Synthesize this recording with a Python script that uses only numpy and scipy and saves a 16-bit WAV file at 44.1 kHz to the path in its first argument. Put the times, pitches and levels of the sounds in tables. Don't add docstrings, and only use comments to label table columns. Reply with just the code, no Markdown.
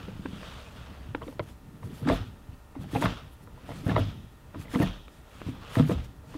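import sys
import numpy as np
from scipy import signal
from scipy.fft import rfft, irfft, next_fast_len
from scipy.io import wavfile
from scipy.ndimage import uniform_filter1d, map_coordinates

SR = 44100
rng = np.random.default_rng(int(sys.argv[2]) if len(sys.argv) > 2 else 0)


def put_to_file(sound):
    columns = np.atleast_2d(sound).T
    safe = np.clip(columns, -1, 1)
    whole_steps = np.round(safe * 32767)
    wavfile.write(sys.argv[1], SR, whole_steps.astype(np.int16))


def voltage_ratio(level):
    return 10 ** (np.asarray(level, float) / 20)


N = 280961

# f/Hz, level/dB, share of the decay time
HOUSING_MODES = [(465.7, 7.5, 0.58), (590, -5, 1), (650, -1.5, 1.3), (850, -6.5, 0.85)]
PLATE_MODES = [(910, 6.5, 0.43), (1022, 6, 0.66), (1164, -2, 1), (1360, 6.5, 0.41), (1800, -3.5, 0.63),
               (2000, -7, 1)]
DETENT_MODES = [(2240, -7.5, 0.5), (2756, -6, 0.49), (3500, -14, 0.15), (3760, -9, 0.45),
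                (4400, 3.5, 0.078)]

# f/Hz, level/dB (per Hz)
SLEEVE_COLOUR = [(250, -35), (450, 1), (1000, -3.5), (1280, 0.5), (1600, -3.5), (2200, -7.5), (2600, -4.5),
                 (2950, -5.5), (3450, -5), (3950, -11), (4500, -14), (7500, -25), (15600, -37)]
RUMBLE_COLOUR = [(12, -47), (28, 18.5), (45, 6.5), (70, 15.5), (110, -41)]
SHUDDER_COLOUR = [(50, -26), (90, 5), (130, 3), (200, -2), (270, -5.5), (450, -16), (800, -50)]
AIR_COLOUR = [(150, -42), (250, 0), (400, -10), (900, -12), (1210, -14), (1500, -16.5), (1830, -16),
              (2100, -20), (5000, -26.5), (15700, -29)]
DULL_FOLD_COLOUR = [(1500, 0), (3500, -2), (6500, -6), (9000, -6.5), (12500, -32)]
BRIGHT_FOLD_COLOUR = [(7500, -39), (9500, 0), (11500, 0), (15700, -7.5)]
CUFF_COLOUR = [(1800, -30), (2600, -8), (3250, 0), (3800, -3), (4200, -15), (6000, -16), (8000, -36)]

# f/Hz, t60/s (time to fade 60 dB)
ECHO_FADE = [(100, 0.42), (600, 0.14), (4000, 0.042)]
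# t/s of fastest motion, level/dB of rustle, rise/s and fall/s (20 dB each)
ARM_STROKES = [(0.02, -54, 4, .25), (.48, -52, 0.53, .5), (.78, -56, 0.1, 0.7), (1.5, -63, 0.14, 0.03),
               (1.95, -61.5, 0.2, 0.3), (2.11, -42, 0.085, .17), (2.55, -67.5, 0.3, 0),
               (2.83, -61.5, 0.1, 0.3), (2.961, -47.5, .07, 0.05), (3.055, -40.5, 0.08, .18),
               (3.73, -55, .22, 0.33), (3.901, -46, 0.06, 0.14), (3.979, -44, 0.0546, .19),
               (4.62, -57.5, 0.16, 0.14), (4.751, -47, .06, 0.06), (4.83, -43.5, .08, 0.16),
               (5.48, -55, 0.29, 0.2), (5.77, -47, 0.27, .2), (5.94, -50, 0.18, 0.16),
               (6.35, -59, 0.1, 0.5)]
# t/s, level/dB
GRIP_PRESSURE = [(0, 5), (.5, -1.5), (.9, 0), (1.3, 5.5), (1.6, 0), (1.85, 11.5), (2, 3.5), (2.25, 3.5),
                 (2.7, 0), (3.4, 2.5), (3.55, 0.5), (3.8, 8.5), (4.15, 4.5), (4.45, -0.5), (4.66, 5),
                 (5.3, -4.5), (5.7, 2), (6.37, 1)]
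# t/s, turns per second/Hz
FAN_SPEED = [(0, 40.8), (1.65, 40.92), (2.5, 41.0), (3.4, 41.02), (4.35, 41.08), (5.2, 41.08),
             (6.37, 41.12)]
# multiple of its speed, level/dB (rms)
FAN_TONES = [(10, -77), (11, -78), (14, -72), (15, -80), (18, -81), (19, -75), (21, -80), (22, -75),
             (23, -78), (24, -81), (26, -82), (29, -77), (30, -80), (31, -77), (33, -77), (34, -81),
             (35, -78), (43, -86), (44, -80), (45, -79), (46, -81), (62, -89), (64, -86), (65, -88),
             (66, -86)]
# t/s, peak level/dB, f/Hz
LEVER_JIGGLES = [(.081, -17.5, 202), (.153, -31, 168), (0.194, -19.5, 170), (0.254, -17.5, 264),
                 (.287, -22.5, 190), (.332, -19, 182), (0.361, -22.5, 178), (.392, -22, 184),
                 (1.09, -19.5, 92), (1.1495, -20.5, 290), (1.289, -22.5, 260), (1.396, -20, 345),
                 (1.403, -15.5, 126), (2.488, -24, 94), (2.79, -21.5, 102), (2.858, -24.5, 172),
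                 (1.43, -27, 140), (1.268, -26, 300), (4.655, -26, 150), (1.201, -30, 220)]
# t/s, peak level/dB, f/Hz, t60/s
FLOOR_BOOMS = [(2.026, -22.5, 128.8, 0.32), (2.053, -18.5, 157, 0.11), (2.103, -3.5, 139, 0.02),
               (2.127, -15, 156, 0.039), (2.204, -22, 100, 0.087), (2.808, -22.5, 142, 0.089),
               (2.936, -19, 126, 0.11), (2.958, -10.5, 147, 0.04), (3.044, -8, 173, 0.055),
               (3.055, -9, 120, .042), (3.705, -26, 126, 0.089), (3.864, -5.5, 132, 0.029),
               (3.899, -10.5, 157, 0.071), (3.914, -6.5, 136, .063), (3.947, -11.5, 132, 0.057),
               (3.968, -10, 134, 0.037), (4.004, -14, 102, 0.1), (4.06, -25, 140, 0.17),
               (4.596, -19.5, 130, 0.042), (4.755, -7.5, 180, 0.039), (4.8, -9, 143, 0.066),
               (4.822, -12.5, 188, 0.062), (4.838, -10.5, 187, 0.032), (5.465, -16, 155, 0.023),
               (5.488, -22.5, 127.3, 0.18), (5.769, -12, 121, 0.19), (5.807, -4, 160, 0.105),
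               (5.88, -21, 115, 0.31), (5.909, -11.5, 177, 0.084), (5.952, -20, 70.7, 0.2)]
# t/s, peak level/dB, f/Hz, t60/s
CONSOLE_BOOMS = [(2.018, -21, 225, 0.051), (2.06, -12.5, 233, 0.061), (2.079, -10, 265, 0.075),
                 (2.108, -13.5, 360, 0.039), (2.111, -19, 257, .12), (2.762, -26, 273, .1),
                 (2.933, -13.5, 280, .032), (2.959, -22.5, 267, 0.19), (3.014, -14, 273.4, 0.072),
                 (3.053, -9.5, 275, 0.03), (3.704, -19.5, 248, 0.026), (3.835, -27, 290, .07),
                 (3.884, -11, 250, .045), (3.888, -14, 340, .025), (3.974, -15.5, 353, 0.059),
                 (3.99, -9, 252, 0.031), (4.557, -27, 277, 0.09), (4.737, -13, 267, 0.035),
                 (4.757, -11, 260, 0.064), (4.783, -16, 259, 0.06), (4.802, -12.5, 308, 0.08),
                 (5.486, -16.5, 249, 0.045), (5.769, -5, 244, 0.029), (5.797, -6.5, 248.3, 0.08),
                 (5.797, -2, 177, 0.045), (5.894, -9, 320, .038), (6.35, -26.5, 297, 0.078),
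                 (4.568, -28, 260, .05), (5.922, -20, 250, .07), (2.798, -27, 190, .08),
                 (3.034, -17, 280, .04), (4.772, -22, 260, .1)]
# t/s, housing level/dB, f/Hz of the part hit, crispness/dB
LEVER_SLAMS = [(2.074, -24, 590, -8), (2.088, -25.5, 1684, -0.5), (2.099, -18, 630, -5),
               (2.117, -20.5, 666, -22), (2.132, -25, 684, -13), (2.951, -25, 827, -10),
               (2.959, -23, 690, -8), (2.973, -27, 537, -12), (3.024, -23.5, 947, -0.5),
               (3.040, -23.5, 650, -4), (3.0575, -26, 680, 6), (3.865, -31.5, 555, -17),
               (3.895, -26, 1730, -4), (3.904, -27.5, 683, -13), (3.916, -24, 667, -7),
               (3.964, -17.5, 630, -3.5), (3.98, -20.5, 633, -16), (3.996, -28, 670, -17),
               (4.742, -24.5, 910, -10), (4.757, -23, 490, -5.5), (4.801, -22, 526, -16),
               (4.827, -25, 1840, -5), (4.836, -29, 677, -20), (5.755, -32, 1030, 0.5),
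               (5.771, -20.5, 630, -29), (5.785, -22.5, 650, -12), (5.796, -20, 513, -7),
               (5.896, -25.5, 465, -6), (5.909, -26.5, 700, -9), (5.916, -27, 467, -8.5)]
# t/s, housing level/dB, f/Hz of the part hit
LEVER_TAPS = [(0.083, -37.5, 510), (1.218, -33.5, 1150), (1.228, -36, 1030), (1.282, -36.5, 506),
              (1.327, -45, 590), (3.872, -36, 1000), (2.752, -41, 1150), (3.705, -36, 695),
              (4.655, -43, 2000), (1.831, -37, 1000), (2.028, -41, 466), (2.76, -39, 427),
              (3.474, -43.5, 966), (3.691, -37.5, 580), (3.717, -34.5, 665), (3.878, -36, 1820),
              (4.545, -37, 600), (4.818, -22.5, 673), (5.925, -34, 690), (6.342, -38, 1000),
              (2.81, -45, 1200), (4.555, -42, 1000), (2.84, -44, 800), (3.93, -33, 900)]
# t/s, peak level/dB, f/Hz, t60/s
METAL_TICKS = [(1.2275, -44, 3000, .012), (1.234, -46, 3300, .01), (1.2785, -42, 2100, .01),
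               (1.28, -46, 3700, .01), (1.327, -36, 900, .004), (2.052, -41, 1600, .02),
               (2.0755, -22, 1500, .005), (2.087, -32, 4800, .01), (2.9288, -40, 1800, .008),
               (2.9505, -31, 3500, .004), (2.9645, -28, 2500, .01), (3.0235, -26, 2400, .005),
               (3.039, -31, 3400, .015), (3.057, -23, 4000, .003), (3.8667, -34, 1400, .008),
               (3.9085, -35, 2700, .008), (3.952, -31, 1300, .01), (3.9625, -27, 2000, .008),
               (3.98, -29, 1400, .01), (4.682, -43, 2050, .015), (4.7155, -40, 1800, .008),
               (4.7495, -27, 2000, .012), (4.7585, -26, 3000, .003), (4.79, -34, 1700, .012),
               (4.801, -33, 2700, .012), (4.82, -30, 2000, .006), (5.755, -21, 1700, .004),
               (5.783, -33, 3800, .006), (5.7965, -27, 3300, .005), (5.852, -38, 2200, .008),
               (5.898, -33, 1600, .008), (5.921, -33, 3000, .005), (1.3948, -21, 590, .03),
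               (1.404, -38, 2100, .012), (1.3975, -31, 1020, .025), (1.4, -28, 450, .03),
               (1.3945, -36, 4200, .005), (1.2195, -36, 1100, .012), (1.8315, -35, 1000, .012),
               (3.4745, -42, 1000, .01), (3.6915, -36, 800, .01), (5.0808, -41, 500, .02),
               (5.4165, -36, 1100, .008), (.085, -36, 470, .04), (2.7555, -37, 800, .015),
               (4.547, -36, 1300, .008), (1.2825, -35, 520, .025), (2.9595, -24, 800, .02)]
# t/s, peak level/dB, low f/Hz, middle f/Hz, high f/Hz
CLIP_SNAPS = [
    (0.2577, -25.5, 473, 960, 1510),
    (0.4305, -33, 600, 1210, 1650),
    (1.1483, -18.5, 480, 910, 1480),
    (1.3944, -24.5, 586, 1330, 2210),
    (1.4, -34, 560, 1080, 1880),
    (5.0808, -37.5, 480, 1330, 2400),
    (5.4164, -32, 343, 555, 1500),
]
# t/s, hiss level/dB, half length/s, brightness/dB
GAITER_FOLDS = [(0.505, -65, 0.16, -12), (1.293, -62.5, 0.033, -4), (1.435, -60, 0.0048, -2),
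                (1.495, -61.5, 0.02, -4), (1.861, -62, 0.017, -2), (1.982, -57, 0.029, -1.5),
                (2.09, -51.5, 0.0074, -11), (2.145, -52, 0.014, -2), (2.823, -59, 0.011, -3),
                (2.968, -51, 0.028, -3), (3.022, -44, 0.0061, -6), (3.048, -46, 0.007, -2),
                (3.331, -64, 0.0086, 9), (3.434, -64.5, 0.01, 1), (3.7, -62, 0.016, -5),
                (3.77, -60, 0.046, -6), (3.874, -53.5, 0.016, -1), (3.99, -55.5, 0.0077, 5),
                (4.616, -55, 0.014, -1.5), (4.743, -51, 0.019, -3.5), (4.814, -52, 0.021, -3),
                (4.827, -44, 0.0044, 1), (5.154, -67, 0.032, -7), (5.374, -66, 0.054, -6),
                (5.494, -62, 0.015, -6), (5.766, -51.5, 0.031, -4), (5.89, -52.5, 0.017, 1),
                (5.921, -53, 0.0095, -7), (6.05, -60.5, 0.01, -6), (6.325, -64, 0.03, -10)]
# t/s of the peak, level/dB, rise/s and fall/s (20 dB each)
CUFF_DRAGS = [
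    (.5, -56, .3, .3),
    (2.15, -52, .04, .2),
    (3.07, -50, .06, .25),
    (4.0, -50, .06, .3),
    (4.87, -49.5, .06, .25),
    (5.5, -62, .2, .3),
    (5.94, -56, .15, .2),
]
# t/s, peak level/dB, f/Hz
CAR_LURCHES = [
    (2.11, -23.5, 48),
    (3.045, -27, 45),
    (3.97, -25, 50),
    (4.85, -26, 42.2),
    (5.95, -32, 45),
]

STILL_DB = -76
SCRAPE_DB, SCRAPE_FOLLOWS, SCRAPE_LEADS_S = -62, 0.45, 0.06
RUMBLE_DB, RUMBLE_FOLLOWS = -52, 0.15
SHUDDER_DB, SHUDDER_FOLLOWS = -55, 0.3
JOLT_DB, JOLT_T60_S = -27.5, 0.54
JIGGLE_T60_S = 0.039
RATTLE_DB = 1.76
TAP_CRISP_DB, PLATE_DB, TICK_DB = -8.5, 3, -7
KNOCK_T60_S = 0.028
AIR_DB, SNAP_ECHO_DB = -60.3, -17


def unit(x):
    return x / np.sqrt(np.mean(x ** 2) + 1e-20)


def along(points, hz):
    f, v = np.transpose(points)
    return np.interp(np.log(hz + 1), np.log(f + 1), v)


def curve(rows):
    s, value = np.transpose(rows)
    return np.interp(np.arange(N) / SR, s, value)


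def coarse_times():
    return np.arange(N)[::32] / SR


def every_sample(slow):
    return np.interp(np.arange(N) / SR, coarse_times(), slow)


def wobble(rate):
    knots = rng.standard_normal(int(N * rate / SR) + 4)
    return map_coordinates(knots, [np.arange(N) * rate / SR])


def noise(colour, patchy_db):
    _, _, z = signal.stft(rng.standard_normal(N), SR, nperseg=512)
    patches = uniform_filter1d(rng.standard_normal(z.shape), size=6, axis=0)
    patches = uniform_filter1d(patches, size=8, axis=1)
    patchy = signal.istft(z * voltage_ratio(patchy_db * unit(patches)), SR, nperseg=512)[1]
    m = next_fast_len(N + 8192)
    gain = voltage_ratio(along(colour, np.fft.rfftfreq(m, 1 / SR)))
    return unit(irfft(rfft(patchy, m) * gain, m)[:N])


def ring(t, hz, t60, attack):
    return np.sin(2 * np.pi * hz * t) * voltage_ratio(-60 * t / t60) * (1 - np.exp(-t / attack))


def add(track, s, sound):
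    track[round(s * SR):][:len(sound)] += sound


def struck(t, parts_db, t60, chance):
    modes = np.array(HOUSING_MODES + PLATE_MODES + DETENT_MODES)
    size, detune, side = chance
    part_db = np.repeat(parts_db, [len(HOUSING_MODES), len(PLATE_MODES), len(DETENT_MODES)])
    level_db = part_db + modes[:, 1] + 1.16 * size
    hz = modes[:, 0] * (1 + 0.028 * detune)
    rings = ring(t, hz[:, None], t60 * modes[:, 2:], attack=0.0013)
    return (np.sign(side) * voltage_ratio(level_db)) @ rings


def moving(lead_s):
    s, db, rise, fall = np.transpose(ARM_STROKES)[:, :, None]
    since = coarse_times() + lead_s - s
    away = np.where(since < 0, -since / rise, since / fall)
    stroke_db = db - STILL_DB - 20 * away ** 1.31
    power = voltage_ratio(2 * stroke_db).sum(axis=0)
    return every_sample(10 * np.log10(1 + power))


def arm():
    sleeve_db = STILL_DB + moving(0)
    scrape_db = SCRAPE_DB + SCRAPE_FOLLOWS * moving(SCRAPE_LEADS_S)
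    slips = voltage_ratio(0.95 * wobble(40) + 1.8 * wobble(400))
    sleeve = voltage_ratio(sleeve_db + 4.0) * unit(slips * noise(SLEEVE_COLOUR, patchy_db=-1.5))

    hits = rng.random(N) < 350 / SR
    grains = hits * rng.standard_normal(N) * voltage_ratio(4.1 * wobble(60))
    t = np.arange(SR // 16) / SR
    chance = rng.standard_normal((3, len(HOUSING_MODES + PLATE_MODES + DETENT_MODES)))
    gate = struck(t, [-0.5, -10, -22], 0.11, chance)
    scrape = unit(signal.fftconvolve(grains, gate)[:N])
    return sleeve + voltage_ratio(scrape_db - 8.5) * scrape


def body():
    t = coarse_times()
    jolts = 0
    for s, db, *_ in FLOOR_BOOMS:
        jolts = jolts + voltage_ratio(2 * (db + JOLT_DB - 60 * (t - s) / JOLT_T60_S)) * (t > s)
    hand_db = SHUDDER_DB + curve(GRIP_PRESSURE) + SHUDDER_FOLLOWS * moving(0)
    shaking = np.sqrt(voltage_ratio(2 * hand_db) + every_sample(jolts))
    shudder = shaking * unit(voltage_ratio(2.1 * wobble(25)) * noise(SHUDDER_COLOUR, patchy_db=2.0))

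    rumble_db = RUMBLE_DB + RUMBLE_FOLLOWS * moving(-0.078)
    rumble = unit(voltage_ratio(0.36 * wobble(27)) * noise(RUMBLE_COLOUR, patchy_db=-0.3))
    return voltage_ratio(rumble_db) * rumble + shudder


def fan():
    turns = np.cumsum(curve(FAN_SPEED)) / SR
    buzz = np.zeros(N)
    for multiple, db in FAN_TONES:
        buzz += np.sqrt(2) * voltage_ratio(db) * np.sin(2 * np.pi * (multiple * turns + rng.random()))
    return buzz


def still_air():
    return voltage_ratio(AIR_DB) * noise(AIR_COLOUR, patchy_db=0.4)


def thuds():
    out, t = np.zeros(N + SR), np.arange(SR // 4) / SR
    sagging = t * (1 + 0.1 * np.exp(-t / 0.0092))
    jiggles = [(*jiggle, JIGGLE_T60_S) for jiggle in LEVER_JIGGLES]
    for s, db, hz, t60 in FLOOR_BOOMS + CONSOLE_BOOMS + jiggles:
        side = rng.choice([-1, 1])
        add(out, s, side * voltage_ratio(db - 2.1) * ring(sagging, hz, t60, attack=0.0024))
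    return out[:N] * voltage_ratio(RATTLE_DB * wobble(120))


def contacts():
    taps = [(*tap, TAP_CRISP_DB) for tap in LEVER_TAPS]
    return [(s, db, crisp_db + PLATE_DB, crisp_db + TICK_DB, hz)
            for s, db, hz, crisp_db in LEVER_SLAMS + taps]


def knocks():
    out, t = np.zeros(N + SR), np.arange(SR // 14) / SR
    t60 = KNOCK_T60_S
    mode_count = len(HOUSING_MODES + PLATE_MODES + DETENT_MODES)
    for s, db, plate_db, tick_db, hz in contacts():
        blow, rebound = rng.standard_normal((2, 3, mode_count))
        parts_db = db + np.array([-3, plate_db - 5, tick_db + 7.5])
        landed_db = parts_db[int(hz > 850)] + 4
        landed = voltage_ratio(landed_db - 0.5) * ring(t, hz, 1.56 * t60, attack=0.0012)
        crack = voltage_ratio(parts_db[2] + 12.5) * ring(t, 1900, 0.0028, attack=0.00063)
        add(out, s, struck(t, parts_db, t60, blow) + landed + crack)
        add(out, s - t60 / 6, struck(t, parts_db - 7, t60, rebound[:, ::-1]))
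        later = t60 * (0.25 + 0.0822 * abs(rebound[0, 0]))
        add(out, s + later, struck(t, parts_db - 8.5, t60, rebound))
    return out[:N]


def ticks():
    out, t = np.zeros(N + SR), np.arange(SR // 30) / SR
    for s, db, hz, t60 in METAL_TICKS:
        add(out, s, voltage_ratio(db + 3) * ring(t, hz, t60, attack=0.0002))
    return out[:N]


def snaps():
    out, t = np.zeros(N + SR), np.arange(SR // 20) / SR
    dry_noise = noise(SLEEVE_COLOUR, patchy_db=-0.6)
    for s, db, *hz in CLIP_SNAPS:
        hz = np.array(hz + [1.524 * hz[-1]])[:, None]
        burst = voltage_ratio(db - 14 - 60 * t / 0.029) * (1 - np.exp(-t / 0.00091))
        crack = burst * dry_noise[round(s * SR):][:len(t)]
        t60 = 0.009 * (900 / hz) ** 0.45
        tones = voltage_ratio(db + np.array([6.5, 6.5, 7, 3])) @ ring(t, hz, t60, attack=0.00098)
        add(out, s, crack - tones)
    return signal.sosfilt(signal.butter(4, 3900, fs=SR, output="sos"), out[:N])


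def gaiter():
    s, db, half, bright_db = np.transpose(GAITER_FOLDS)[:, :, None]
    bells = np.exp(-((coarse_times() - s) / half) ** 2 / 4)

    def swell(level_db):
        return every_sample(np.sqrt(np.sum((voltage_ratio(level_db) * bells) ** 2, axis=0)))

    dull = swell(db - 0.5 - bright_db / 2) * noise(DULL_FOLD_COLOUR, patchy_db=-2.0)
    bright = swell(db - 3.5 + bright_db / 2) * noise(BRIGHT_FOLD_COLOUR, patchy_db=0.5)
    return (dull + bright) * voltage_ratio(1.7 * wobble(300))


def cuff():
    s, db, rise, fall = np.transpose(CUFF_DRAGS)[:, :, None]
    t = coarse_times()
    away = np.where(t < s, (s - t) / rise, (t - s) / fall)
    level = voltage_ratio(db - 20 * away).sum(axis=0)
    return every_sample(level) * unit(voltage_ratio(1.5 * wobble(300)) * noise(CUFF_COLOUR, patchy_db=1.5))


def lurches():
    out, t = np.zeros(N + SR), np.arange(SR // 2) / SR
    for s, db, hz in CAR_LURCHES:
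        add(out, s, voltage_ratio(db + 2.5) * ring(t, hz, t60=0.28, attack=0.019))
    return out[:N]


def cabin_echo(x):
    hz, t, z = signal.stft(rng.standard_normal(SR // 3), SR, nperseg=256)
    fading = z * voltage_ratio(-60 * t / along(ECHO_FADE, hz)[:, None])
    tail = signal.istft(fading, SR, nperseg=256)[1]
    return signal.fftconvolve(x, tail / np.linalg.norm(tail))[:N]


def scene():
    steady = arm() + body() + fan() + still_air()
    low, hard = thuds(), knocks()
    sharp = ticks() + snaps()
    echo = cabin_echo(voltage_ratio(-15) * low + voltage_ratio(-14) * hard + voltage_ratio(SNAP_ECHO_DB) * sharp)
    return (steady + low + hard + sharp + echo + gaiter() + cuff() + lurches())[None]


def top_cut(x):
    return signal.sosfilt(signal.butter(12, 15770, fs=SR, output="sos"), x)


def record(dry):
    bass_cut = signal.sosfilt(signal.butter(3, 31, "highpass", fs=SR, output="sos"), dry)
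    rounded = bass_cut / (1 + abs(bass_cut / 0.42) ** 4) ** (1 / 4)
    m = next_fast_len(N)
    heard = np.fft.rfftfreq(m, 1 / SR) < 15800
    return top_cut(irfft(rfft(rounded, m) * heard, m)[:, :N])


dry = scene()
out = record(dry)
put_to_file(out)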